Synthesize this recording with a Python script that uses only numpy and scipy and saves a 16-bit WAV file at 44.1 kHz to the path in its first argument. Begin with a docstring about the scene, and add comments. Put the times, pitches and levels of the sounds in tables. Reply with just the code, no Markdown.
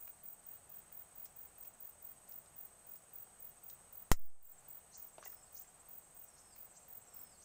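"""Riverbank fire with one loud pop

Split sticks tick faintly and pop once: noise bursts ring wood modes, and the pop adds thuds and a jolt.
A bush cricket rasps very high, as teeth pulses exciting a wing, over trilling tones and cricket noise bands.
Later birds call in swept tones, and a few pebbles knock with damped cosines and grit.
Shaped noise makes the river wash. After the pop the gain control holds everything down for a moment."""
import sys
import numpy as np
from scipy import signal
from scipy.fft import rfft, irfft
from scipy.io import wavfile
from scipy.ndimage import uniform_filter1d, minimum_filter1d

SR = 44100
rng = np.random.default_rng(int(sys.argv[2]) if len(sys.argv) > 2 else 0)


def wav_out(sig):
    """Save sig, one row per channel (or a flat mono array), as 16-bit PCM at SR to the path in sys.argv[1]."""
    wavfile.write(sys.argv[1], SR, np.round(np.clip(np.atleast_2d(sig).T, -1, 1) * 32767).astype(np.int16))


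N = 328104

# Snaps of the burning wood: (time [s], relative level [dB], strongest region [Hz], splinter spray t60 [s])
SNAPS = [(.0768, -51.5, 1700, .018), (.918, -58.5, 1500, 0.033), (1.255, -50, 6900, 0.045),
         (1.263, -57, 5500, .03), (1.630, -57, 7000, .03), (1.651, -58, 2500, 0.027),
         (2.279, -58, 7000, 0.028), (2.323, -53, 6200, .025), (2.460, -58.5, 5000, 0.032),
         (2.957, -57, 7000, .02), (3.6998, -46.5, 7400, 0.016), (5.645, -62, 1900, .03),
         (6.5618, -55, 1900, .03)]
POP_S, POP_REL_DB = 4.1163, -6
# Modes of the split wood: (frequency [Hz], width [Hz], relative gain [dB])
WOOD_MODES = [(766, 250, 1), (1040, 220, -0.5), (1300, 220, 4), (1650, 150, -14), (1980, 440, 1),
              (2200, 200, -4), (2650, 590, -9.5), (3110, 280, -8), (4050, 740, -5), (5320, 420, 0),
              (6070, 350, -2.5), (6850, 350, 3), (7100, 320, 1.5), (8000, 1700, -9), (11050, 4500, -10.5),
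              (14300, 1800, 0)]
# Low thud of the bursting pocket: (frequency [Hz], peak level [dB], t60 [s])
THUD_MODES = [(165.4, -31.5, 0.074), (457, -21.5, .018), (900, -8, 0.0056), (1260, -15.5, 0.0083)]
# Pebbles knocking as a leaf is picked up: (time [s], relative level [dB], main ring [Hz], t60 [s])
KNOCKS = [(5.1818, -41.5, 660, 0.029), (5.190, -51, 730, 0.017), (5.227, -45.5, 1160, 0.021),
          (5.236, -52.5, 2700, 0.0087), (5.239, -54, 1470, 0.018), (5.2605, -46, 755, 0.023),
          (5.259, -50.5, 1970, 0.046), (5.2755, -60, 1380, .025), (5.329, -50, 1310, 0.016)]
# Bush cricket's wing modes: (frequency [Hz], width [Hz], relative gain [dB])
WING_MODES = [(13900, 130, -18), (14000, 130, -25.5), (14140, 110, -13.5), (15040, 220, -4.5),
              (15270, 260, 8)]
# Even runs of chirps, with hesitations between: (first chirp [s], chirp period [s], chirps [count])
CHIRP_RUNS = [(.003, .230, 6), (1.361, 0.22, 4), (2.288, 0.27, 2), (2.866, .2665, 3), (3.636, 0.29, 2),
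              (4.166, .257, 3), (4.974, .2745, 3), (5.885, 0.26, 2), (6.557, 0, 1), (6.881, .258, 2)]
CHIRP_REL_DB, CHIRP_SPREAD_DB = -49, 0.75
# Faltering of the double-pulse cricket: (from [s], to [s], probability of omitting a pair [0-1])
FALTERS = [(1.15, 1.68, .35), (1.68, 1.81, 1), (3.15, 3.55, .35), (6.65, 7.3, .35)]
# Single notes of a lower cricket, on a slow beat with random rests
NOTES_FROM_S, BEAT_S, NOTE_REL_DB, NOTE_SPREAD_DB = 4.451, .0608, -64.5, 1.5
# Near bird's "tsrip" calls: (end of call [s], relative level [dB])
TSRIPS = [(4.962, -52.5), (5.261, -55.5), (5.584, -55), (6.398, -62), (6.778, -60), (7.439, -61)]
# Upward sweeps of one call: (start before call end [s], length [s], from [Hz], to [Hz], relative level [dB])
SWEEPS = [(.049, 0.029, 5600, 7500, -12), (.042, 0.037, 2900, 8500, -4.5), (.026, .029, 3400, 8000, 0.5)]
# Far bird's falling whistles: (start [s], relative level [dB], extra on the closing drop [dB])
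WHISTLES = [(5.165, -73.5, -6), (6.235, -72.5, 1), (7.035, -73, 1)]
# Whistle pips: swoop down onto one pitch, sag there, drop away at the end
PIP_S, HELD_HZ, SWOOP_HZ, SWOOP_S = .022, 5430, 1100, .033
SAG_HZ_PER_S, DROP_AT_S, DROP_HZ_PER_S = 550, .265, 17000
# Far crickets merged into steady bands: (centre [Hz], width per filter pass [Hz], rms level [dB])
CHORUS_BANDS = [(6780, 1100, -78), (7925, 490, -74), (8336, 280, -75.5), (11070, 880, -80.5)]
# River spectrum: (frequency [Hz], relative density [dB])
RIVER_SPECTRUM = [(12, -30), (20, 10), (27, -4), (70, 1.5), (197, -2.5), (287, -8.5), (737, -0.5),
                  (933, -5.5), (1330, -6.5), (1640, -10), (2400, -14), (2890, -14.5), (3490, -17.5),
                  (4640, -19.5), (5600, -25.5), (7280, -34.5), (12300, -120)]
# Hiss spectrum: (frequency [Hz], relative density [dB])
HISS_SPECTRUM = [(4000, -28), (5600, -5), (9500, -4.5), (13000, -5), (16000, -1)]
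RIVER_DB, HISS_DB = -68.5, -71.5
BAND_EDGE_HZ = 15600


def gain_of(db):
    """Converts decibels to amplitude."""
    return 10 ** (np.asarray(db) / 20)


def unit_rms(x):
    """Scales to rms 1."""
    return x / np.sqrt(np.mean(x ** 2) + 1e-20)


def clock(seconds):
    """Returns sample times [s] over a duration."""
    return np.arange(int(seconds * SR)) / SR


def add(mix, start_s, sound):
    """Mixes a sound in at a start time."""
    part = mix[max(round(start_s * SR), 0):][:len(sound)]
    part += sound[:len(part)]


def tone(hz):
    """Makes a sine of rms 1 that follows a pitch curve."""
    cycles = np.cumsum(hz) / SR + rng.random()
    return np.sqrt(2) * np.sin(2 * np.pi * cycles)


def drift(rate_hz):
    """Makes random motion of rms 1 by Gaussian low-pass filtering of noise."""
    f = np.fft.rfftfreq(N, 1 / SR)
    lowpass = np.exp(-(f / rate_hz) ** 2) * (f > 0)
    return unit_rms(irfft(rfft(rng.standard_normal(N)) * lowpass, N))


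def noise(spectrum):
    """Makes steady noise of rms 1, its spectrum interpolated over log frequency."""
    hz, db = np.transpose(spectrum)
    f = np.fft.rfftfreq(N, 1 / SR)
    shape = gain_of(np.interp(np.log(f + 1), np.log(hz + 1), db))
    return unit_rms(irfft(rfft(rng.standard_normal(N)) * shape, N))


def ring(x, modes):
    """Passes a sound through parallel resonances."""
    out = 0
    for hz, width_hz, db in modes:
        b, a = signal.iirpeak(min(hz, SR / 2 - 1), hz / width_hz, SR)
        out = out + gain_of(db) * signal.lfilter(b, a, x)
    return out


def highpass(x, edge_hz, order):
    """Removes the lows with a Butterworth filter."""
    return signal.sosfilt(signal.butter(order, edge_hz, "high", fs=SR, output="sos"), x)


def scatter(x, wet_db, t60_s):
    """Adds the diffuse echo of stones and trees as a decaying noise tail."""
    t = clock(.5)
    tail = rng.standard_normal(len(t)) * gain_of(-60 * t / t60_s) * (t > .003)
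    return x + gain_of(wet_db) * signal.fftconvolve(x, tail / np.linalg.norm(tail))[:N]


def fracture(centre_hz, focus_db, t60_s, splinter_db):
    """One break and a dying spray of splinters ring the wood, weaker by focus_db per octave off centre."""
    t = clock(.12)
    force = gain_of(splinter_db - 60 * t / t60_s) * rng.standard_normal(len(t))
    force[0] -= 1
    modes = [(hz, width_hz, db - focus_db * abs(np.log2(hz / centre_hz))) for hz, width_hz, db in WOOD_MODES]
    sound = ring(force, modes)
    sound += ring(force, [(centre_hz, 0.57 * centre_hz, -13)])  # the break's own broad click
    sound = highpass(sound, 350, order=2)
    return 3 * sound / np.linalg.norm(sound)


def pop(after_rel_db=-8.5, jolt_rel_db=-6.8, swing_s=0.043, settle_s=0.051, rise_s=.00028):
    """A pocket of steam bursts; the blast jolts the microphone, which swings slowly back to rest."""
    out, t = np.zeros(N), clock(0.8)
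    burst = fracture(4200, focus_db=2.2, t60_s=.012, splinter_db=-12)
    add(out, POP_S, gain_of(POP_REL_DB) * burst)
    after = fracture(6100, focus_db=1.6, t60_s=.066, splinter_db=-1.5)
    add(out, POP_S + 0.00094, gain_of(after_rel_db) * after)
    thud = sum(gain_of(db - 60 * t / t60_s) * np.sin(2 * np.pi * hz * t) for hz, db, t60_s in THUD_MODES)
    add(out, POP_S, -thud)
    jolt = (1 - t / swing_s) * np.exp(-t / settle_s) * (1 - np.exp(-t / rise_s))
    add(out, POP_S, -gain_of(jolt_rel_db) * jolt)
    return out


def fire(tick_rel_db=-64, ticks=40):
    """Burning wood breaks in timed snaps and in tiny ticks at random times."""
    out = np.zeros(N)
    for s, db, hz, t60_s in SNAPS:
        add(out, s, 2 * gain_of(db) * fracture(hz, focus_db=7.0, t60_s=t60_s, splinter_db=-12.0))
    for place, strength, colour in rng.random((ticks, 3)):
        tick = fracture(1500 + 7000 * colour, focus_db=6, t60_s=0.011, splinter_db=-7)
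        add(out, place * N / SR, gain_of(tick_rel_db + 7.6 * strength ** 3) * tick)  # few strong ones
    return scatter(out, wet_db=-8, t60_s=0.14)


def bush_cricket(stroke_s=0.0224, closing_s=0.017, lead_s=.003, teeth_per_s=1500, opening_db=-13,
                 first_db=-4.0, swell_db=6, tiring_db_per_s=0.2, strokes=5):
    """Closing wings drag a file of teeth ever harder over a scraper, then reopen softly; five strokes a chirp."""
    effort = np.zeros(N)
    u = clock(closing_s) / closing_s
    stroke = signal.windows.tukey(len(u), .6) * gain_of(swell_db * (u - .5))
    chirp_times_s = [start + n * period for start, period, chirps in CHIRP_RUNS for n in range(round(chirps))]
    for s in chirp_times_s:
        chirp_db = CHIRP_REL_DB - tiring_db_per_s * s + rng.normal(0, CHIRP_SPREAD_DB)
        for k in range(strokes):
            level_db = chirp_db + first_db * (k == 0) + rng.normal(0, 1)
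            add(effort, s - lead_s + k * stroke_s, gain_of(level_db) * stroke)
            add(effort, s - lead_s + (k + .5) * stroke_s, gain_of(level_db + opening_db) * stroke)
    tooth_rate = teeth_per_s * (1 + 0.13 * drift(400))
    teeth = np.diff(np.floor(np.cumsum(tooth_rate) / SR), prepend=0)  # one impulse a tooth
    teeth = teeth * gain_of(2 * drift(700))
    wing = highpass(ring(signal.unit_impulse(2048), WING_MODES), 13300, order=4)
    rasp = signal.fftconvolve(unit_rms(teeth) * effort, wing / np.linalg.norm(wing))[:N]
    return scatter(rasp, wet_db=-13.5, t60_s=0.18)


def pebbles(upper_db=-5, lower_db=-11, grit_db=-12):
    """Each knock is a short dull ring of three partials with a gritty scrape of filtered noise."""
    out, t = np.zeros(N), clock(.08)
    for s, db, hz, t60_s in KNOCKS:
        angle = 2 * np.pi * hz * t
        body = np.cos(angle)
        body -= gain_of(upper_db) * np.cos(1.405 * angle)
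        body -= gain_of(lower_db) * np.cos(.52 * angle)
        grit = unit_rms(ring(rng.standard_normal(len(t)), [(hz * 0.83, 1300, 0)]))
        add(out, s, gain_of(db - 60 * t / t60_s) * (gain_of(grit_db) * grit - 0.74 * body))
    return scatter(out, wet_db=-6.5, t60_s=0.15)


def birds(crest_hz=6550, fade_db_per_octave=27):
    """One bird flicks three quick upward sweeps a call; a farther one draws out a quavering, falling whistle."""
    near, far = np.zeros(N), np.zeros(N)
    for s, db in TSRIPS:
        for lead_s, length_s, from_hz, to_hz, sweep_db in SWEEPS:
            u = clock(length_s) / length_s
            pitch_hz = from_hz + (to_hz - from_hz) * u ** 1.15 + 90 * drift(200)[:len(u)]
            # loudest where the sweep crosses the throat's resonance
            throat_db = -fade_db_per_octave * abs(np.log2(pitch_hz / crest_hz))
            swell = signal.windows.tukey(len(u), .4)
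            add(near, s - lead_s, gain_of(db + sweep_db + throat_db) * swell * tone(pitch_hz))
    for s, db, drop_db in WHISTLES:
        add(far, s, whistle(db, drop_db))
    near = scatter(near, wet_db=-1, t60_s=0.04)  # nearby foliage blurs the sweeps
    near = gain_of(-2.2) * scatter(near, wet_db=-5, t60_s=0.38)
    return near + gain_of(-4.5) * scatter(far, wet_db=-1, t60_s=0.51)


def whistle(rel_db, drop_db, fade_in_db=-5, quaver_hz=60, pips=15):
    """A string of pips falls in pitch; each follows its own step of the curve, with a random quaver."""
    t = clock(pips * PIP_S)
    pip, within = np.divmod(t / PIP_S, 1)
    centre_s = (pip + .5) * PIP_S
    swoop = np.exp(-centre_s / SWOOP_S)
    dropping_s = np.maximum(centre_s - DROP_AT_S, 0)
    pitch_hz = HELD_HZ + SWOOP_HZ * swoop - SAG_HZ_PER_S * centre_s - DROP_HZ_PER_S * dropping_s
    pitch_hz += quaver_hz * drift(120)[:len(t)]
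    level_db = rel_db + fade_in_db * swoop + drop_db * (dropping_s > 0) + 2 * drift(40)[:len(t)]
    return gain_of(level_db) * np.sin(np.pi * within) ** .5 * tone(pitch_hz)


def crickets(note_hz=7630, note_s=0.028, sag_hz=120, notes=24):
    """Trills and sagging single notes come from the bank, blurred by the undergrowth."""
    out = trill(hz=8253, rate_hz=16.4, rel_db=-71.0, fall_hz=109.5, duty=.6)
    out += trill(hz=8184, rate_hz=18.5, rel_db=-72, fall_hz=178.8, duty=.7)
    out += double_trill()
    u, waver_hz = clock(note_s) / note_s, 55 * drift(200)
    rests = rng.integers(1, 5, notes)  # beats to the next note
    for k, s in enumerate(NOTES_FROM_S + BEAT_S * (np.cumsum(rests) - rests)):
        pitch_hz = note_hz - sag_hz * (u - .5) + waver_hz[k * len(u):][:len(u)]
        level = gain_of(rng.normal(NOTE_REL_DB, NOTE_SPREAD_DB))
        add(out, s, level * np.sin(np.pi * u) * tone(pitch_hz))
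    return scatter(out, wet_db=-11, t60_s=0.4)


def trill(hz, rate_hz, rel_db, fall_hz, duty):
    """A cricket trills evenly; the pitch sags as each wing stroke slows."""
    cycle = (np.cumsum(rate_hz * (1 + .02 * drift(2.95))) / SR + rng.random()) % 1
    stroke = np.minimum(cycle / duty, 1)
    song = np.sin(np.pi * stroke) * tone(hz - fall_hz * (stroke - .5) + 14 * drift(59.3))
    return gain_of(rel_db + 1.2 * drift(6.9)) * unit_rms(song)


def double_trill(hz=8890, rate_hz=25.5, gap_s=0.014, pulse_s=.0075, rise_hz=220, rel_db=-67, tiring_db_per_s=.3):
    """A higher cricket sings quick pairs of short rising pulses and drops whole pairs when it falters."""
    pair, cycle = np.divmod(np.cumsum(rate_hz * (1 + .03 * drift(4.6))) / SR, 1)
    since_s = cycle / rate_hz
    second = since_s > gap_s
    stroke = np.minimum((since_s - gap_s * second) / pulse_s, 1)
    pair_s = np.searchsorted(pair, pair) / SR  # start time of the current pair
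    left_out = sum(share * (start <= pair_s) * (pair_s < end) for start, end, share in FALTERS)
    sung = rng.random(N)[pair.astype(int)] >= left_out
    level = sung * gain_of(rel_db - tiring_db_per_s * pair_s + 1.5 * second)
    return level * np.sin(np.pi * stroke) * tone(hz + rise_hz * (stroke - .5) + 30 * drift(40))


def chorus():
    """Many far crickets blur into narrow bands of twice-filtered noise."""
    out = np.zeros(N)
    for hz, width_hz, db in CHORUS_BANDS:
        band = [(hz, width_hz, 0)]
        out += gain_of(db) * unit_rms(ring(ring(rng.standard_normal(N), band), band))
    return out


def river():
    """Water washes over stones as gently drifting noise, with a thin even hiss above it."""
    wash = gain_of(RIVER_DB + 0.44 * drift(6)) * noise(RIVER_SPECTRUM)
    return wash + gain_of(HISS_DB) * noise(HISS_SPECTRUM)


def scene():
    """Sums the fire in front and the river, insects and birds around it."""
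    front = pop() + fire() + bush_cricket() + pebbles()
    background = birds() + crickets() + chorus() + river()
    return (front + background)[None]


def record(dry, limit_db=-16.8, hold_s=0.275, recovery_db_per_s=50):
    """Gain control drops at once on a loud peak, holds, and recovers; then the band limit."""
    power_db = 10 * np.log10(abs(uniform_filter1d(dry[0] ** 2, size=128)) + 1e-12)
    half = int(hold_s * SR / 2)
    # running maximum over the past hold time
    over_db = -minimum_filter1d(-np.maximum(power_db - limit_db, 0), 2 * half + 1, origin=half)
    fall_db = np.arange(N) * recovery_db_per_s / SR
    ducked = dry / gain_of(np.maximum.accumulate(over_db + fall_db) - fall_db)
    lowpass = signal.firwin(401, BAND_EDGE_HZ, window=("kaiser", 8), fs=SR)
    return signal.oaconvolve(ducked, lowpass[None], "same")


dry = scene()
out = record(dry)
wav_out(out)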